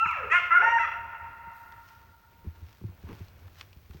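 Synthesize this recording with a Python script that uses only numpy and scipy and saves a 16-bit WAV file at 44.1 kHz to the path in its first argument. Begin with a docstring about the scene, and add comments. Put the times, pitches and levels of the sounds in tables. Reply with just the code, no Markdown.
"""A wood at night, over low rumble and faint hiss. Coyotes open with a high yip, a whimper and a
falling yelp, as one thump and one twig sound close by. A bark follows, then a breaking howl with a
low whine under it and a thin whistle on top. Each voice is a gliding pitch with raspy overtones
shaped by the throat, and rings on among the trees for two seconds. As the echo fades, someone moves
near the microphone: rustling brush, snapping twigs, soft thumps and scuffs."""
import sys
import numpy as np
from scipy import signal
from scipy.fft import rfft, irfft
from scipy.io import wavfile

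SR = 44100
rng = np.random.default_rng(int(sys.argv[2]) if len(sys.argv) > 2 else 0)


def bounce(signal):
    """Save signal as a 16-bit WAV file at the path given by the first command-line argument."""
    frames = np.transpose(np.atleast_2d(signal))
    limited = np.clip(frames, -1, 1)
    pcm = np.round(limited * 32767).astype(np.int16)
    wavfile.write(sys.argv[1], SR, pcm)


N = 176400
LEAD = SR // 4   # pre-roll: the first call is already under way
TIME = np.arange(-LEAD, N) / SR

# The six calls. Each row: time in seconds, pitch in Hz, fundamental in dB, overtones in dB before
# the throat, brightness in dB gained over the octave above 1400 Hz, period doubling from 0 to 1.
HIGH_YIP = [(-.15, 1250, -20, -50.5, -6, 0), (0, 1332, -33, -19, -4.5, 0.06),
            (.033, 1362, -18, -23, -6.5, 0.02), (.047, 1333, -35, -24.5, -3, 0),
            (.058, 1180, -35.5, -30, -4, 0.2), (.07, 950, -44, -37.5, 5, 1)]
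RISING_WHIMPER = [(.005, 767, -49.5, -64.5, 0, 0.0086), (.039, 905, -36, -59.5, 0.013, 0),
                  (.079, 1000, -46, -63.5, 0.016, 0), (.135, 968, -39.5, -61, 0, 0)]
FALLING_YELP = [(.057, 1441, -24.5, -33.5, -14, 0), (.075, 1367, -37, -22.5, -2, 0.0062),
                (.099, 1198, -35.5, -27.5, -6.5, 0), (.125, 1088, -43, -35, -5, 0),
                (.14, 903, -51.5, -48, 0.5, 0), (.175, 579.5, -49, -50, -1.5, 0.0078),
                (.201, 527, -45.5, -49, -1, 0), (.27, 366, -53, -54.5, -8.5, 0.0096)]
BARK = [(.298, 607, -59, -40.5, 6, 0.96), (.308, 606.5, -49, -43.5, 11, 0.44),
        (.322, 648.5, -54, -28, 10, 0), (.338, 692, -39.5, -29.5, 5, 0.96), (.36, 715.6, -50, -22, 2, 0.22),
        (.385, 707.7, -46, -29.5, 3, 0.23), (.402, 696, -68, -38.5, 3, 0)]
BREAKING_HOWL = [(.503, 658, -64, -30.5, -11, 0.55), (.526, 679.3, -52, -19.5, -8, 0),
                 (.543, 694.4, -45, -23, -14, 0.37), (.565, 725, -48, -18, -12, 0),
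                 (.578, 699, -46, -23, -12.5, 0.043), (.588, 706, -40.5, -25, -13.5, 0.062),
                 (.601, 713, -37, -29.5, -21.5, 0), (.613, 699, -49.5, -19.5, -15.5, 0.15),
                 (.626, 889, -29, -36.5, -2.5, 0.081), (.664, 919, -26, -35, 6.5, .15),
                 (.708, 932.3, -31.5, -34, 0, 0.53), (.73, 936.2, -24.5, -36, 6, .05),
                 (.772, 914.3, -23.5, -32.5, -5.5, .05), (.782, 929, -42.5, -20, -20, 0.081),
                 (.793, 664, -48.5, -33.5, 3.5, 0.079), (.82, 677, -74, -37, 13, 0),
                 (.848, 625.7, -59, -33.5, -4, 0.27), (.862, 576, -81, -39.5, 0, .2)]
LOW_WHINE = [(0.542, 341.8, -55, -68.5, 0.044, 0), (0.601, 406, -53.5, -59.5, 0.0093, 0.0024),
             (.628, 558, -44.5, -55, 0.00083, 0.016), (0.661, 632, -51, -54, 0.032, 0.012),
             (0.701, 500, -62.5, -77.5, 0.0077, 0)]
# How throat and mouth colour the overtones. 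Each row: frequency in Hz, gain in dB.
THROAT = [(700, -24), (1050, 1.5), (1400, 2.5), (1850, 5), (2120, -4), (2450, -3), (2780, -12.5),
          (3050, -28), (3350, -30), (3700, -46), (4100, -44), (4650, -48.5), (5100, -50), (5680, -44.5),
          (6400, -44), (7600, -49.5), (8600, -56.5), (10000, -82), (13000, -67.5), (16000, -79)]
# The wood's echo. Each row: frequency in Hz, gain in dB, seconds to fall by 60 dB.
WOOD = [(400, -2.5, 2.1), (756, -2.5, 3.4), (1020, -17.5, 3.3), (1300, -3.5, 3.03), (1900, -14.5, 2.0),
        (2700, -8, 2.7), (4000, 3.5, 1.1), (6000, -7, 1.1), (11970, -31, .5)]
# Tone of the rumble and of the hiss. Each row: frequency in Hz, relative level in dB.
RUMBLE_COLOUR = [(20, -17.5), (40, -10.5), (62, -3.5), (88, 2), (125, -10), (200, -18), (320, -21),
                 (800, -25.5), (2500, -31.5), (5000, -55.5)]
HISS_COLOUR = [(2500, -9.5), (4200, -8.5), (6300, -13), (8000, -16.5), (9700, -15), (10500, -22.5),
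               (12000, -8), (14300, -11.5), (16000, 1), (17200, -7.5)]
# Their fader moves. Each row: time in seconds, level in dB.
RUMBLE_LEVEL = [(0, -53.5), (.47, -54.5), (.7, -54.5), (1.4, -57.5), (2.2, -58.5), (2.7, -56.5), (3.1, -52),
                (3.5, -54.5), (4, -62)]
HISS_LEVEL = [(1.5, -67.5), (1.57, -62.5), (1.68, -65), (1.9, -66), (2.05, -68.5), (4, -67.5)]
# Soft bumps. Each row: start in seconds, boom gain in dB, knock gain in dB, boom pitch in Hz.
THUMPS = [(.058, -41.5, -42, 94.6), (1.471, -47.5, -50, 91.94), (2.447, -54, -43, 89.3),
          (2.466, -27, -38.5, 80), (2.62, -33, -50.5, 79.2), (2.813, -40, -43.5, 100),
          (2.839, -25.5, -34.5, 105.7), (2.887, -34, -46, 89.4), (3.036, -35, -44.5, 86),
          (3.091, -48, -39, 95), (3.128, -39, -40, 107), (3.205, -30.5, -41.5, 94.3),
          (3.433, -43.5, -75.5, 88.4), (3.763, -41.5, -53, 66), (3.896, -37, -50, 70),
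          (3.946, -41, -41, 81.4)]
# The knock's resonances. Each row: pitch in Hz before detuning, gain in dB, seconds to fall by 60 dB.
KNOCK_MODES = [(179, 5, 0.066), (245, 2.5, 0.024), (353, -3.5, 0.056), (566, -31.5, 0.015),
               (895, -20.5, 0.029)]
# Breaking twigs. Each row: start in seconds, level in dB, ring pitch in Hz.
SNAPS = [(0.111, -48, 12100), (1.722, -51.5, 3450), (1.887, -53, 5610), (2.728, -52.5, 3600),
         (2.811, -54, 795), (3.071, -56, 990), (3.089, -48, 1270), (3.112, -53, 1390), (3.13, -49, 1090),
         (3.283, -55, 4600), (3.48, -50, 1500), (3.611, -36, 2970), (3.73, -53, 4000), (3.91, -49.5, 1500),
         (3.935, -51.5, 4000)]
# The tone above the howl. Each row: time in seconds, pitch in Hz, level in dB.
THIN_WHISTLE = [(.57, 5580, -72), (.66, 5750, -64), (.725, 5790, -62.5), (.79, 5658, -66), (.86, 5766, -72)]
# Swells of the brush. Each row: time in seconds, level in dB before the boost.
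RUSTLE_LEVEL = [(1.5, -92), (1.55, -88), (1.75, -81), (1.9, -68), (2.1, -79), (2.4, -78), (2.5, -74.5),
                (2.72, -71), (2.92, -76), (3.17, -65), (3.35, -74), (3.52, -74.5), (3.59, -60),
                (3.7, -75.5), (3.82, -76.5), (3.95, -69)]
# Strokes along the leaves. Each row: middle in seconds, half-length in seconds, peak level in dB.
SCUFFS = [(2.477, 0.023, -56.5), (2.853, 0.042, -64), (3.109, 0.027, -44), (3.97, 0.043, -61)]
# Tone of the twigs, the leaves and the scuffs. Each row: frequency in Hz, relative level in dB.
SNAP_COLOUR = [(200, -10), (900, 11), (2000, 2), (5200, -4.5), (7000, -11), (10000, -15.5), (15000, -16)]
RUSTLE_COLOUR = [(200, -9.5), (500, -7.5), (1500, -2.5), (2700, -5.5), (4200, -9), (6000, -11.5),
                 (8000, -23), (11000, -25), (15000, -15)]
SCUFF_COLOUR = [(120, 1.5), (250, -6), (400, 1), (650, -22), (950, -11), (1400, -21.5), (2400, -20),
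                (4000, -35), (9000, -59)]


def from_db(db):
    """Decibels to gain."""
    return 10 ** (np.asarray(db) / 20)


def unit_rms(x):
    """Scale to rms 1."""
    return x / np.sqrt(np.mean(x ** 2) + 1e-20)


def in_time(rows):
    """Each column of a curve, sample by sample."""
    times, *columns = np.transpose(rows)
    return [np.interp(TIME, times, column) for column in columns]


def at_hz(points, hz, column=1):
    """Read a column of a spectrum on a log-frequency axis."""
    table = np.array(points)
    return np.interp(np.log(np.maximum(hz, 1)), np.log(table[:, 0]), table[:, column])


def white():
    """White noise."""
    return rng.standard_normal(len(TIME))


def drift(hz):
    """A random wobble of rms 1, mostly slower than hz."""
    pole = np.exp(-2 * np.pi * hz / SR)
    return unit_rms(signal.lfilter([1], [1, -2 * pole, pole * pole], white()))


def coloured(x, spectrum):
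    """Equalise a sound, with a curve that keeps the power of white noise."""
    gain = from_db(at_hz(spectrum, np.arange(len(x) // 2 + 1) * SR / len(x)))
    return irfft(rfft(x) * unit_rms(gain), len(x))


def jittered(hz):
    """Give a pitch curve a fast 0.4 % tremble."""
    return hz * (1 + .004 * drift(120))


def coyote(rows, rasp_db, rasp_width_hz=230, fade_s=.006):
    """A fundamental and overtones shaped by the throat; period doubling puts lines between them."""
    start, end = rows[0][0], rows[-1][0]
    on = (TIME > start) & (TIME < end)
    pitch, *curves = in_time(rows)
    hz = jittered(pitch)[on]
    fundamental_db, overtone_db, bright_db, doubling = [curve[on] for curve in curves]
    phase = 2 * np.pi * np.cumsum(hz) / SR
    voice = from_db(fundamental_db) * np.sin(phase)
    rasp_filter = signal.butter(4, rasp_width_hz, fs=SR, output="sos")
    for multiple in np.arange(1.5, 22, .5):
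        partial_hz = multiple * hz
        tilt_db = bright_db * np.clip(np.log2(partial_hz / 1400), 0, 1)
        gain = from_db(overtone_db + at_hz(THROAT, partial_hz) + tilt_db)
        if multiple % 1:
            gain *= doubling
        # Rasp is turbulence riding on each overtone, rougher on the high ones.
        depth = from_db(rasp_db) * np.sqrt(multiple / 2) * (1 + np.minimum(partial_hz / 5090, 1) ** 2)
        turbulence = unit_rms(signal.sosfilt(rasp_filter, rng.standard_normal((2, len(hz)))))
        rasp_sin, rasp_cos = depth * turbulence
        angle = multiple * phase + 2 * np.pi * rng.random()
        voice += gain * ((1 + rasp_sin) * np.sin(angle) + rasp_cos * np.cos(angle))
    fade = np.clip(np.minimum(TIME[on] - start, end - TIME[on]) / fade_s, 0, 1)
    shimmer = from_db(.6 * drift(86)[on])
    out = np.zeros(len(TIME))
    out[on] = np.sqrt(2) * voice * fade * shimmer
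    return out


def pack():
    """Six overlapping calls: the howl is clearest; whimper, yelp and whine are hoarsest."""
    return (coyote(HIGH_YIP, rasp_db=-16.5)
            + coyote(RISING_WHIMPER, rasp_db=-9)
            + coyote(FALLING_YELP, rasp_db=-9)
            + coyote(BARK, rasp_db=-16.5)
            + coyote(BREAKING_HOWL, rasp_db=-19)
            + coyote(LOW_WHINE, rasp_db=-9))


def trunk_scatter():
    """Noise with no deep notches in time or pitch, like scatter from very many trunks."""
    noise = white()
    for _ in range(2):
        cells = signal.stft(noise, nperseg=4096)[2]
        levelled = np.exp(1j * np.angle(cells))
        noise = signal.istft(levelled, nperseg=4096)[1][:len(TIME)]
    return unit_rms(noise)


def wood_echo(voices, near_db=10, near_t60_s=.35, build_s=.04):
    """Scatter from near trunks dies quickly; the far wood rings on, longest near 1 kHz, and flutters."""
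    t = np.arange(len(TIME)) / SR
    edges_hz = 250 * 2 ** (np.arange(13) / 2)   # half-octave bands
    scatter = trunk_scatter(), trunk_scatter()
    response = 0
    for k, (low, high) in enumerate(zip(edges_hz, edges_hz[1:])):
        hz = np.sqrt(low * high)
        far = unit_rms(from_db(-60 * t / at_hz(WOOD, hz, column=2)))
        near = from_db(near_db) * unit_rms(from_db(-60 * t / near_t60_s))
        bandpass = signal.butter(2, [low, high], "band", fs=SR, output="sos")
        band = signal.sosfilt(bandpass, scatter[k % 2])
        response += band * from_db(at_hz(WOOD, hz)) * np.hypot(far, near)
    response *= (1 - np.exp(-t / build_s)) / np.sqrt(len(t))
    flutter = from_db(1.6 * drift(9))
    return signal.fftconvolve(voices, response)[:len(voices)] * flutter


def rumble():
    """A bed of low noise whose level wavers."""
    level_db = in_time(RUMBLE_LEVEL)[0] + 2 * drift(7.2)
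    return from_db(level_db) * coloured(white(), RUMBLE_COLOUR)


def hiss(pulse_hz=60):
    """The microphone's hiss, with a fine electrical flutter."""
    flutter = 1 + .5 * np.cos(np.pi * pulse_hz * TIME) ** 20
    return from_db(in_time(HISS_LEVEL)[0]) * flutter * coloured(white(), HISS_COLOUR)


def thumps(attack_s=.0098, boom_t60_s=.12):
    """Each bump starts with a dull knock and swells into a low boom."""
    out = np.zeros(len(TIME))
    t = np.arange(SR // 3) / SR
    swell = 1 - np.exp(-(t / attack_s) ** 2)
    for start, boom_db, knock_db, boom_hz in THUMPS:
        boom = 2 * from_db(boom_db - 60 * t / boom_t60_s) * swell * np.sin(2 * np.pi * boom_hz * t)
        knock = 0
        for k, (hz, db, t60) in enumerate(KNOCK_MODES):
            detuned_hz = hz * rng.uniform(.807, 1.12)
            decay = from_db(knock_db + db - 60 * t / t60)
            knock += (-1) ** k * decay * np.sin(2 * np.pi * detuned_hz * t)
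        i = LEAD + int(start * SR)
        out[i:i + len(t)] += (boom + knock)[:len(out) - i]
    return out


def twig_snaps(t60_s=.024, ring_db=17.5):
    """Each twig gives a short crack that rings broadly at its own pitch."""
    crack = coloured(white(), SNAP_COLOUR)
    out = 0
    for start, db, hz in SNAPS:
        ring = unit_rms(signal.lfilter(*signal.iirpeak(hz, Q=.75, fs=SR), crack))
        decay = (TIME >= start) * from_db(-60 * np.clip((TIME - start) / t60_s, 0, 3))
        out += from_db(db) * decay * unit_rms(crack + from_db(ring_db) * ring)
    return out


def whistle():
    """A faint, nearly pure tone that arches over the howl."""
    hz, db = in_time(THIN_WHISTLE)
    on = (TIME > THIN_WHISTLE[0][0]) & (TIME < THIN_WHISTLE[-1][0])
    phase = 2 * np.pi * np.cumsum(jittered(hz)) / SR
    return np.sqrt(2) * on * from_db(db) * np.sin(phase)


def leaf_crackle(clicks_per_s=1900, spread_db=4.5):
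    """Dense tiny clicks of very uneven size, softened with smooth noise."""
    hits = rng.random(len(TIME)) < clicks_per_s / SR
    polarity = np.sign(white())
    size_db = spread_db * np.minimum(rng.exponential(1, len(TIME)), 5)
    clicks = unit_rms(hits * polarity * from_db(size_db))
    return unit_rms(clicks + .83 * white())


def rustle(boost_db=5.5):
    """Leaves crackle in swells as someone moves through the brush."""
    return from_db(in_time(RUSTLE_LEVEL)[0] + boost_db) * coloured(leaf_crackle(), RUSTLE_COLOUR)


def scuffs():
    """Something scuffs along the leaves in short, dark strokes."""
    strokes = sum(from_db(db) * np.exp(-.5 * ((TIME - middle) / width) ** 2)
                  for middle, width, db in SCUFFS)
    return strokes * coloured(leaf_crackle(), SCUFF_COLOUR)


def scene():
    """The pack with its echo, the dry sounds close by and the noise bed, in mono."""
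    voices = pack() + whistle()
    echo = wood_echo(voices)
    close_by = thumps() + twig_snaps() + rustle() + scuffs()
    mix = voices + echo + close_by + rumble() + hiss()
    return mix[None, LEAD:]


def record(dry):
    """A steep low-pass takes off the top above 17.2 kHz."""
    return signal.sosfilt(signal.ellip(10, .1, 80, 17200, fs=SR, output="sos"), dry)


dry = scene()
out = record(dry)
bounce(out)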